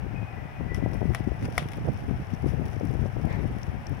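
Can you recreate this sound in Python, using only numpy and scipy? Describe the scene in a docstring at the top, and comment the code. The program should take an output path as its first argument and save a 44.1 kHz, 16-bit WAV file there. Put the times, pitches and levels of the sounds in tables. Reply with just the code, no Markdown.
"""Molten metal poured from a crucible into an iron pot, heard in a windy yard, left of the microphone.
The melt crackles faintly and spits; tongs and crucible knock a few times and ring the damped iron.
Right at the microphone, gusts rumble and eddies thump on its two ports, louder than the pour.
Farther off lie a steady outdoor hum, a very faint whine and, early on, a thin two-pitched squeal
of rubbing metal. One soft rush of noise passes near the end."""
import sys
import numpy as np
from scipy import signal
from scipy.fft import rfft, irfft
from scipy.io import wavfile
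from scipy.ndimage import uniform_filter1d

SR = 44100
rng = np.random.default_rng(int(sys.argv[2]) if len(sys.argv) > 2 else 0)


def generate_wav(signal):
    """Clip the signal to [-1, 1] and save it as 16-bit WAV at the path in sys.argv[1]."""
    frames = np.transpose(np.atleast_2d(signal))
    scaled = np.clip(frames, -1, 1) * 32767
    pcm = np.round(scaled).astype(np.int16)
    wavfile.write(sys.argv[1], SR, pcm)


N = 176400
TIME = np.arange(N) / SR
BIN_HZ = np.arange(N // 2 + 1) * SR / N

# Table levels are relative: each source adds its own gain.
# wind pressure on each microphone port: (time [s], level [dB])
GUSTS_LEFT = [(0.0, -25.5), (0.23, -26), (0.31, -36.5), (0.44, -27), (0.51, -43.5), (0.63, -25),
              (0.78, -23.5), (0.85, -24.5), (1.11, -19), (1.16, -26), (1.29, -25), (1.38, -29), (1.47, -25),
              (1.52, -36), (1.57, -27.5), (1.74, -31.5), (1.79, -31), (1.9, -31), (1.95, -22), (2.01, -36),
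              (2.12, -18), (2.2, -31), (2.25, -34.5), (2.33, -27), (2.39, -33), (2.46, -15.5),
              (2.52, -22.5), (2.59, -22), (2.73, -28), (3.03, -18.5), (3.11, -30.5), (3.24, -18.5),
              (3.34, -24.5), (3.46, -21), (3.57, -25.5), (3.61, -31), (3.75, -23), (3.84, -40.5),
              (3.93, -20.5), (4.0, -34.5)]
GUSTS_RIGHT = [(0.0, -42.5), (0.81, -40.5), (1.07, -46), (1.2, -37), (1.32, -50), (1.42, -23), (1.74, -34),
               (1.9, -16.5), (1.95, -34), (2.05, -26.5), (2.1, -48), (2.2, -22.5), (2.26, -41), (2.37, -46),
               (2.47, -31), (2.6, -47), (2.66, -32), (2.74, -47), (2.8, -39.5), (3.44, -42.5),
               (3.52, -25.5), (3.6, -38), (3.77, -34.5), (4.0, -46)]
# turbulence at the ports: (frequency [Hz], level [dB])
WIND_SPECTRUM = [(25, -17.5), (50, -1.5), (85, -1), (125, 1), (180, -7), (300, -14.5), (550, -26.5),
                 (1000, -39), (2000, -60)]
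# the distant hum on each side: (frequency [Hz], level [dB])
HUM_SPECTRUM_LEFT = [(30, 6.5), (100, 6), (300, -8.5), (560, -2.5), (760, 4), (1100, -8), (1700, -5.5),
                     (2400, -8.5), (3200, -17.5), (4200, -31), (5500, -24), (7000, -36.5), (10000, -35),
                     (15500, -39)]
HUM_SPECTRUM_RIGHT = [(30, -32.5), (100, 13), (300, -7.5), (560, -2), (760, 2), (1100, -6.5), (1700, -8),
                      (2400, -14), (3200, -26), (4200, -29), (5500, -34.5), (7000, -45.5), (10000, -42),
                      (15500, -36)]
# how alike the hum is at the two ports: (frequency [Hz], correlation [0-1])
HUM_LIKENESS = [(100, 1), (700, 0), (2000, 0), (5000, 0.15), (15000, 0.13)]
# single eddies striking each port: (time [s], peak level [dB], low-pass cutoff [Hz])
EDDIES_LEFT = [(.065,-21,398),(.215,-32,382),(.609,-20,649),(.826,-16.5,595),(.836,-14,280),(.861,-11.5,670),(.915,-21,218.8),(.923,-22,630),(.949,-18,435),(1.017,-13.5,610),(1.028,-14.5,567),(1.053,-15,382),(1.103,-16.5,334.5),(1.204,-16,336),(1.274,-12,280),(1.317,-18,451),(1.784,-21,519),(2.111,-22,340),(2.334,-18,230),(2.463,-14,316),(2.596,-14,276),(2.765,-18.5,413),(2.811,-16.5,556),(2.833,-16,370),(2.845,-20,230),(2.92,-25,503),(2.953,-17.5,414),(3.015,-17.5,293),(3.038,-18,452),(3.058,-17,700),(3.2,-31,450),(3.248,-16,404),(3.437,-22.5,330),(3.917,-23,260)]
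EDDIES_RIGHT = [(1.425,-20,302),(1.486,-21,624),(1.514,-28,414),(1.622,-22.5,360),(1.657,-23,352),(1.811,-24.5,285),(1.853,-23,524),(1.881,-16.5,600),(1.887,-12.5,650),(1.897,-14,246),(2.197,-18.5,257),(2.653,-23,200)]
# the two notes of rubbing metal: (time [s], pitch [Hz], level [dB])
SQUEAL_HIGH = [(.14, 2500, -71), (.168, 2505, -51.5), (.29, 2500, -52.5), (.36, 2480, -61), (.5, 2450, -64),
               (.56, 2472, -52), (.65, 2480, -66), (.87, 2440, -60), (1.0, 2430, -64)]
SQUEAL_LOW = [(.3, 1975, -71), (.38, 1972, -44), (.43, 1970, -57), (.48, 1960, -55.5), (.66, 1972, -60),
              (.72, 1960, -43), (.755, 1974, -43.5), (.795, 1970, -61), (.835, 1984, -49.5),
              (.98, 1951, -57), (1.12, 1972, -52.5), (1.22, 1970, -55), (1.33, 1970, -57),
              (1.42, 1956, -63)]
# the melt crackling in the pot: (time [s], level [dB])
CRACKLE_LEVEL = [(0, -85), (.73, -75), (.76, -47.5), (.82, -67), (.9, -62), (.94, -54), (1.0, -64),
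                 (1.09, -57), (1.37, -65.5), (1.45, -49), (1.51, -55), (1.56, -50.5), (1.66, -61),
                 (1.72, -53), (1.82, -60.5), (1.95, -59.5), (2.15, -63), (2.33, -60.5), (2.42, -63.5),
                 (2.48, -51), (2.58, -64), (2.7, -56), (3.15, -62), (3.33, -64), (3.5, -60), (3.66, -60),
                 (3.78, -69), (4, -61.5)]
# tone of the crackle: (frequency [Hz], level [dB])
CRACKLE_SPECTRUM = [(1500, 6.5), (2500, 5), (3400, -0.5), (4200, -8.5), (5600, 3), (6800, -11.5),
                    (8000, -13), (9800, -4), (11000, -7.5), (13000, -15), (15500, -16)]
# bursting droplets: (time [s], level [dB], tilt [dB/octave], left over right [dB])
SPITS = [(0.7456, -31.5, -2, 9), (.932, -48, 0, 11), (.943, -46, 13, 9), (1.77, -55, 18, 9),
         (1.934, -48.5, 13, 5), (1.9739, -46, -8, 12), (2.078, -52, 10, 9), (2.27, -46, -8, 9),
         (2.3381, -40.5, -13, 8), (2.349, -42, -15, 11), (2.506, -50, -2, 9), (2.6555, -43, 7, 13),
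         (2.683, -44, 6, 9), (2.701, -49, 9, 9), (2.798, -45, 0, 9), (2.8534, -46.5, 13, 11),
         (2.872, -46, -2, 7), (2.939, -46, 3, 9), (3.0644, -47, -7, 12), (3.255, -49.5, 13, 11),
         (3.3278, -43, -3, 13), (3.585, -51, 8, 13), (3.632, -40, -12, 18), (3.8685, -34.5, -9, 14),
         (3.8953, -49, 13, 14)]
# resonances a spit rings: (frequency [Hz], level [dB], t60 [s])
SPIT_MODES = [(5270, -12, 0.0074), (5640, 2, 0.0074), (7070, -14.5, 0.0047), (9400, -10, .006),
              (10660, -9.5, 0.0044), (14800, -16, .004)]
# tongs and crucible knocking: (time [s], level [dB], low-mode gain [dB], left over right [dB])
KNOCKS = [(0.7466, -32.5, -5, 6), (1.1356, -42.5, 7, -1), (1.1479, -23, -1, 8.5), (1.1505, -34.5, -6, 11),
          (1.158, -37, -8, -1), (1.4249, -41.5, 2.5, 6), (1.5788, -19.5, 5, 6), (1.5802, -14.5, -28, 9),
          (1.6265, -41, 3, 8), (1.6865, -35, -13, 11.5), (1.718, -38, -6, 13), (1.734, -35.5, -4, 11)]
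# resonances of the damped iron: (frequency [Hz], level [dB], t60 [s])
IRON_MODES = [(682, -6.5, 0.053), (1282, -0.5, 0.014), (1910, 0, 0.022), (2166, 4.5, 0.011),
              (2570, -7, 0.011), (2960, -27, 0.01), (3430, -11, 0.012), (5300, -9, 0.009),
              (5850, -10, 0.0071), (7100, -18, 0.0057), (9970, -8.5, 0.0045), (11000, -8.5, 0.0032),
              (14500, -19, 0.0043)]
# a knock's crack and its scatter off ground and walls: (frequency [Hz], level [dB])
KNOCK_NOISE_SPECTRUM = [(300, 3), (700, 7.5), (2000, 4.5), (3300, 3), (4300, -7), (5500, -4.5), (7500, -13),
                        (10000, -3.5), (15000, -20)]
# the soft rush in the background: (frequency [Hz], level [dB])
RUSH_SPECTRUM = [(400, 1.5), (900, 4), (1400, -6.5), (2100, 4), (2900, -14), (4500, -20.5), (9000, -38)]


def from_db(db):
    """Decibels to gain."""
    return 10 ** (np.asarray(db) / 20)


def unit_rms(x):
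    """Scale to rms 1."""
    return x / np.sqrt(np.mean(x ** 2) + 1e-20)


def in_time(rows):
    """Each column of a curve at every sample."""
    times, *columns = np.transpose(rows)
    return [np.interp(TIME, times, column) for column in columns]


def in_frequency(rows):
    """A curve at every FFT bin, interpolated on a log-frequency axis."""
    hz, values = np.transpose(rows)
    return np.interp(np.log(BIN_HZ + 1e-9), np.log(hz), values)


def pan(db):
    """Left and right gains for a level difference."""
    return from_db(np.array([[.5], [-.5]]) * db)


def butter(order, hz, kind="low"):
    """Sections of a flat-passband filter."""
    return signal.butter(order, hz, kind, fs=SR, output="sos")


def drift(hz):
    """Random wander of spread 1, mostly slower than hz."""
    step, settle = 40, 2000
    pole = np.exp(-2 * np.pi * hz * step / SR)
    noise = rng.standard_normal(N // step + settle + 2)
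    slow = signal.lfilter([1], [1, -2 * pole, pole * pole], noise)[settle:]
    return np.interp(np.arange(N) / step, np.arange(len(slow)), unit_rms(slow))


def colour(noise, spectrum):
    """Give a noise a spectrum, rolled off below hearing; rms 1."""
    roll_off = np.minimum(BIN_HZ / 20, 1) ** 2
    return unit_rms(irfft(rfft(noise) * from_db(in_frequency(spectrum)) * roll_off, N))


def dying(onset_s, decay_s):
    """A sudden onset and an exponential decay."""
    return (TIME >= onset_s) * np.exp(-np.minimum(abs(TIME - onset_s) / decay_s, 60))


def ring(drive, hz, t60):
    """One resonance: a unit click starts a decaying sine of height 1."""
    pole, angle = np.exp(-np.log(1000) / (t60 * SR)), 2 * np.pi * hz / SR
    return signal.lfilter([0, np.sin(angle)], [1, -2 * pole * np.cos(angle), pole * pole], drive + 1e-18)


def wind(gusts, gain_db, flutter_db=2.27, gust_brightening=0.13):
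    """Turbulence on one port: an even rumble, and a lumpier upper part that grows faster in gusts."""
    gust_db, = in_time(gusts)
    air = colour(rng.standard_normal(N), WIND_SPECTRUM + [(8000, -98)])
    air /= np.sqrt(uniform_filter1d(air ** 2, size=2600) + .05)  # even out chance swells
    rumble = signal.sosfiltfilt(butter(2, hz=220), air)
    pressure = from_db(gain_db + gust_db + flutter_db * drift(hz=23))
    upper_db = gust_brightening * (gust_db - gust_db.mean()) + 6.1 * drift(hz=67) - 3.4
    return pressure * (rumble + (air - rumble) * from_db(upper_db))


def yard_hum(left_db=-42, right_db=-44):
    """Steady distant noise, alike at both ports in the bass and diffuse above."""
    alike = np.clip(in_frequency(HUM_LIKENESS), -.99, .99)
    mid, side = irfft(rfft(rng.standard_normal((2, N))) * np.sqrt([1 + alike, 1 - alike]), N)
    left = from_db(left_db) * colour(mid + side, HUM_SPECTRUM_LEFT)
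    right = from_db(right_db) * colour(mid - side, HUM_SPECTRUM_RIGHT)
    return np.array([left, right])


def whine(hz=9087, gain_db=-87):
    """A very faint steady tone off to the left."""
    return from_db(gain_db) * pan(db=9.5) * np.sin(2 * np.pi * hz * TIME)


def eddies(rows, gain_db=0.5, bass_cut_hz=111, q=1.7, swirl_s=0.0046):
    """Each eddy is a pressure spike within a short swirl; the port's bass cut makes it swing back."""
    out = np.zeros(N)
    omega = 2 * np.pi * bass_cut_hz
    bass_cut = signal.bilinear([1, 0, 0], [1, omega / q, omega ** 2], SR)
    t = np.arange(-SR // 20, SR // 20) / SR
    for at_s, db, cutoff_hz in rows:
        swirl = 0.043 * rng.standard_normal(len(t)) * np.exp(-abs(t) / swirl_s)
        push = signal.sosfilt(butter(4, cutoff_hz), (t == 0) + swirl)
        thump = signal.lfilter(*bass_cut, push)
        start = int((at_s + t[0]) * SR)
        out[start:start + len(t)] += from_db(db + gain_db) * thump / abs(thump).max()
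    return out


def squeal(note, gain_db=-2, waver_hz=7.1, flicker_db=4):
    """One wavering, flickering note of rubbing metal, in the background on the left."""
    hz, db = in_time(note)
    phase = 2 * np.pi * np.cumsum(hz + waver_hz * drift(hz=34)) / SR
    sounding = (TIME > note[0][0]) & (TIME < note[-1][0])
    level = from_db(gain_db + db + flicker_db * drift(hz=45))
    return pan(db=11) * sounding * level * np.sin(phase)


def crackle(gain_db=-1.5, spread_db=3, grain_s=0.0006, split_hz=8300):
    """Clumps of tiny crackles, lower and higher ones, as the melt runs into the pot."""
    level_db, = in_time(CRACKLE_LEVEL)
    grains_per_s = 600 * from_db(4.0 * drift(hz=30))
    grains = np.zeros((2, N))
    for band in ("low", "high"):
        onsets = rng.random(N) < grains_per_s / SR
        sizes = onsets * from_db(spread_db * np.minimum(rng.exponential(1, N), 5))
        power = signal.lfilter([1], [1, -np.exp(-1 / (grain_s * SR))], sizes ** 2 + 1e-18)
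        bursts = np.sqrt(power) * rng.standard_normal((2, N))
        grains += signal.sosfilt(butter(2, split_hz, band), bursts)
    return from_db(gain_db + level_db) * pan(db=12.5) * colour(grains, CRACKLE_SPECTRUM)


def spits(gain_db=-7.5, pivot_hz=5630, fizz_s=0.0021):
    """A droplet bursts with a click and a moment of fizz, ringing a few high resonances."""
    out, t = np.zeros((2, N)), np.arange(SR // 20) / SR
    for at_s, db, tilt_db, pan_db in SPITS:
        burst = (t == 0) + 0.12 * np.exp(-t / fizz_s) * rng.standard_normal((2, len(t)))
        ringing = sum(from_db(mode_db + tilt_db * np.log2(hz / pivot_hz)) * ring(burst, hz, t60)
                      for hz, mode_db, t60 in SPIT_MODES)
        start = int(at_s * SR)
        out[:, start:start + len(t)] += from_db(gain_db + db) * pan(pan_db) * ringing
    return out


def knocks(iron_db=-4, crack_db=-8, scatter_db=-19.5, scatter_t60=0.21, low_modes_below_hz=3000):
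    """Each contact of tongs and crucible cracks and rings the iron; ground and walls scatter it back."""
    high_drive, low_drive, crack_level, tail_power = np.zeros((4, 2, N))
    for at_s, db, low_db, pan_db in KNOCKS:
        gain = from_db(db) * pan(pan_db)
        contact = gain * (np.arange(N) == int(at_s * SR))
        high_drive += contact
        low_drive += contact * from_db(low_db)
        crack_level += gain * dying(at_s, decay_s=0.002)
        tail_power += (gain * dying(at_s, scatter_t60 / np.log(1000))) ** 2
    iron = np.zeros((2, N))
    for k, (hz, db, t60) in enumerate(IRON_MODES):
        drive = low_drive if hz < low_modes_below_hz else high_drive
        iron += (-1) ** k * from_db(db) * ring(drive, hz, t60)  # modes alternate in sign
    noise = colour(rng.standard_normal((2, N)), KNOCK_NOISE_SPECTRUM)
    scatter = signal.sosfilt(butter(1, hz=4470), noise * np.sqrt(tail_power))
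    return from_db(iron_db) * iron + from_db(crack_db) * noise * crack_level + from_db(scatter_db) * scatter


def rush(peak_s=3.31, attack_s=0.028, decay_s=0.099, gain_db=-39.5):
    """A soft rush of noise swells and fades, a little left of centre."""
    swell = np.exp(np.minimum((TIME - peak_s) / attack_s, (peak_s - TIME) / decay_s))
    return from_db(gain_db) * swell * pan(db=4.5) * colour(rng.standard_normal((2, N)), RUSH_SPECTRUM)


def scene():
    """Wind on the microphone, thinner on the right port, over the pour and the yard behind it."""
    left = wind(GUSTS_LEFT, gain_db=-2.5) + eddies(EDDIES_LEFT)
    right = wind(GUSTS_RIGHT, gain_db=-3) + eddies(EDDIES_RIGHT)
    right = signal.sosfilt(butter(1, hz=83, kind="high"), right)
    background = yard_hum() + whine() + rush() + squeal(SQUEAL_HIGH) + squeal(SQUEAL_LOW)
    pour = knocks() + crackle() + spits()
    return np.array([left, right]) + background + pour


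def record(dry):
    """The microphone signal is cut steeply at the top."""
    cutoff_hz = 16000
    return signal.sosfilt(signal.ellip(10, .1, 80, cutoff_hz, fs=SR, output="sos"), dry)


dry = scene()
out = record(dry)
generate_wav(out)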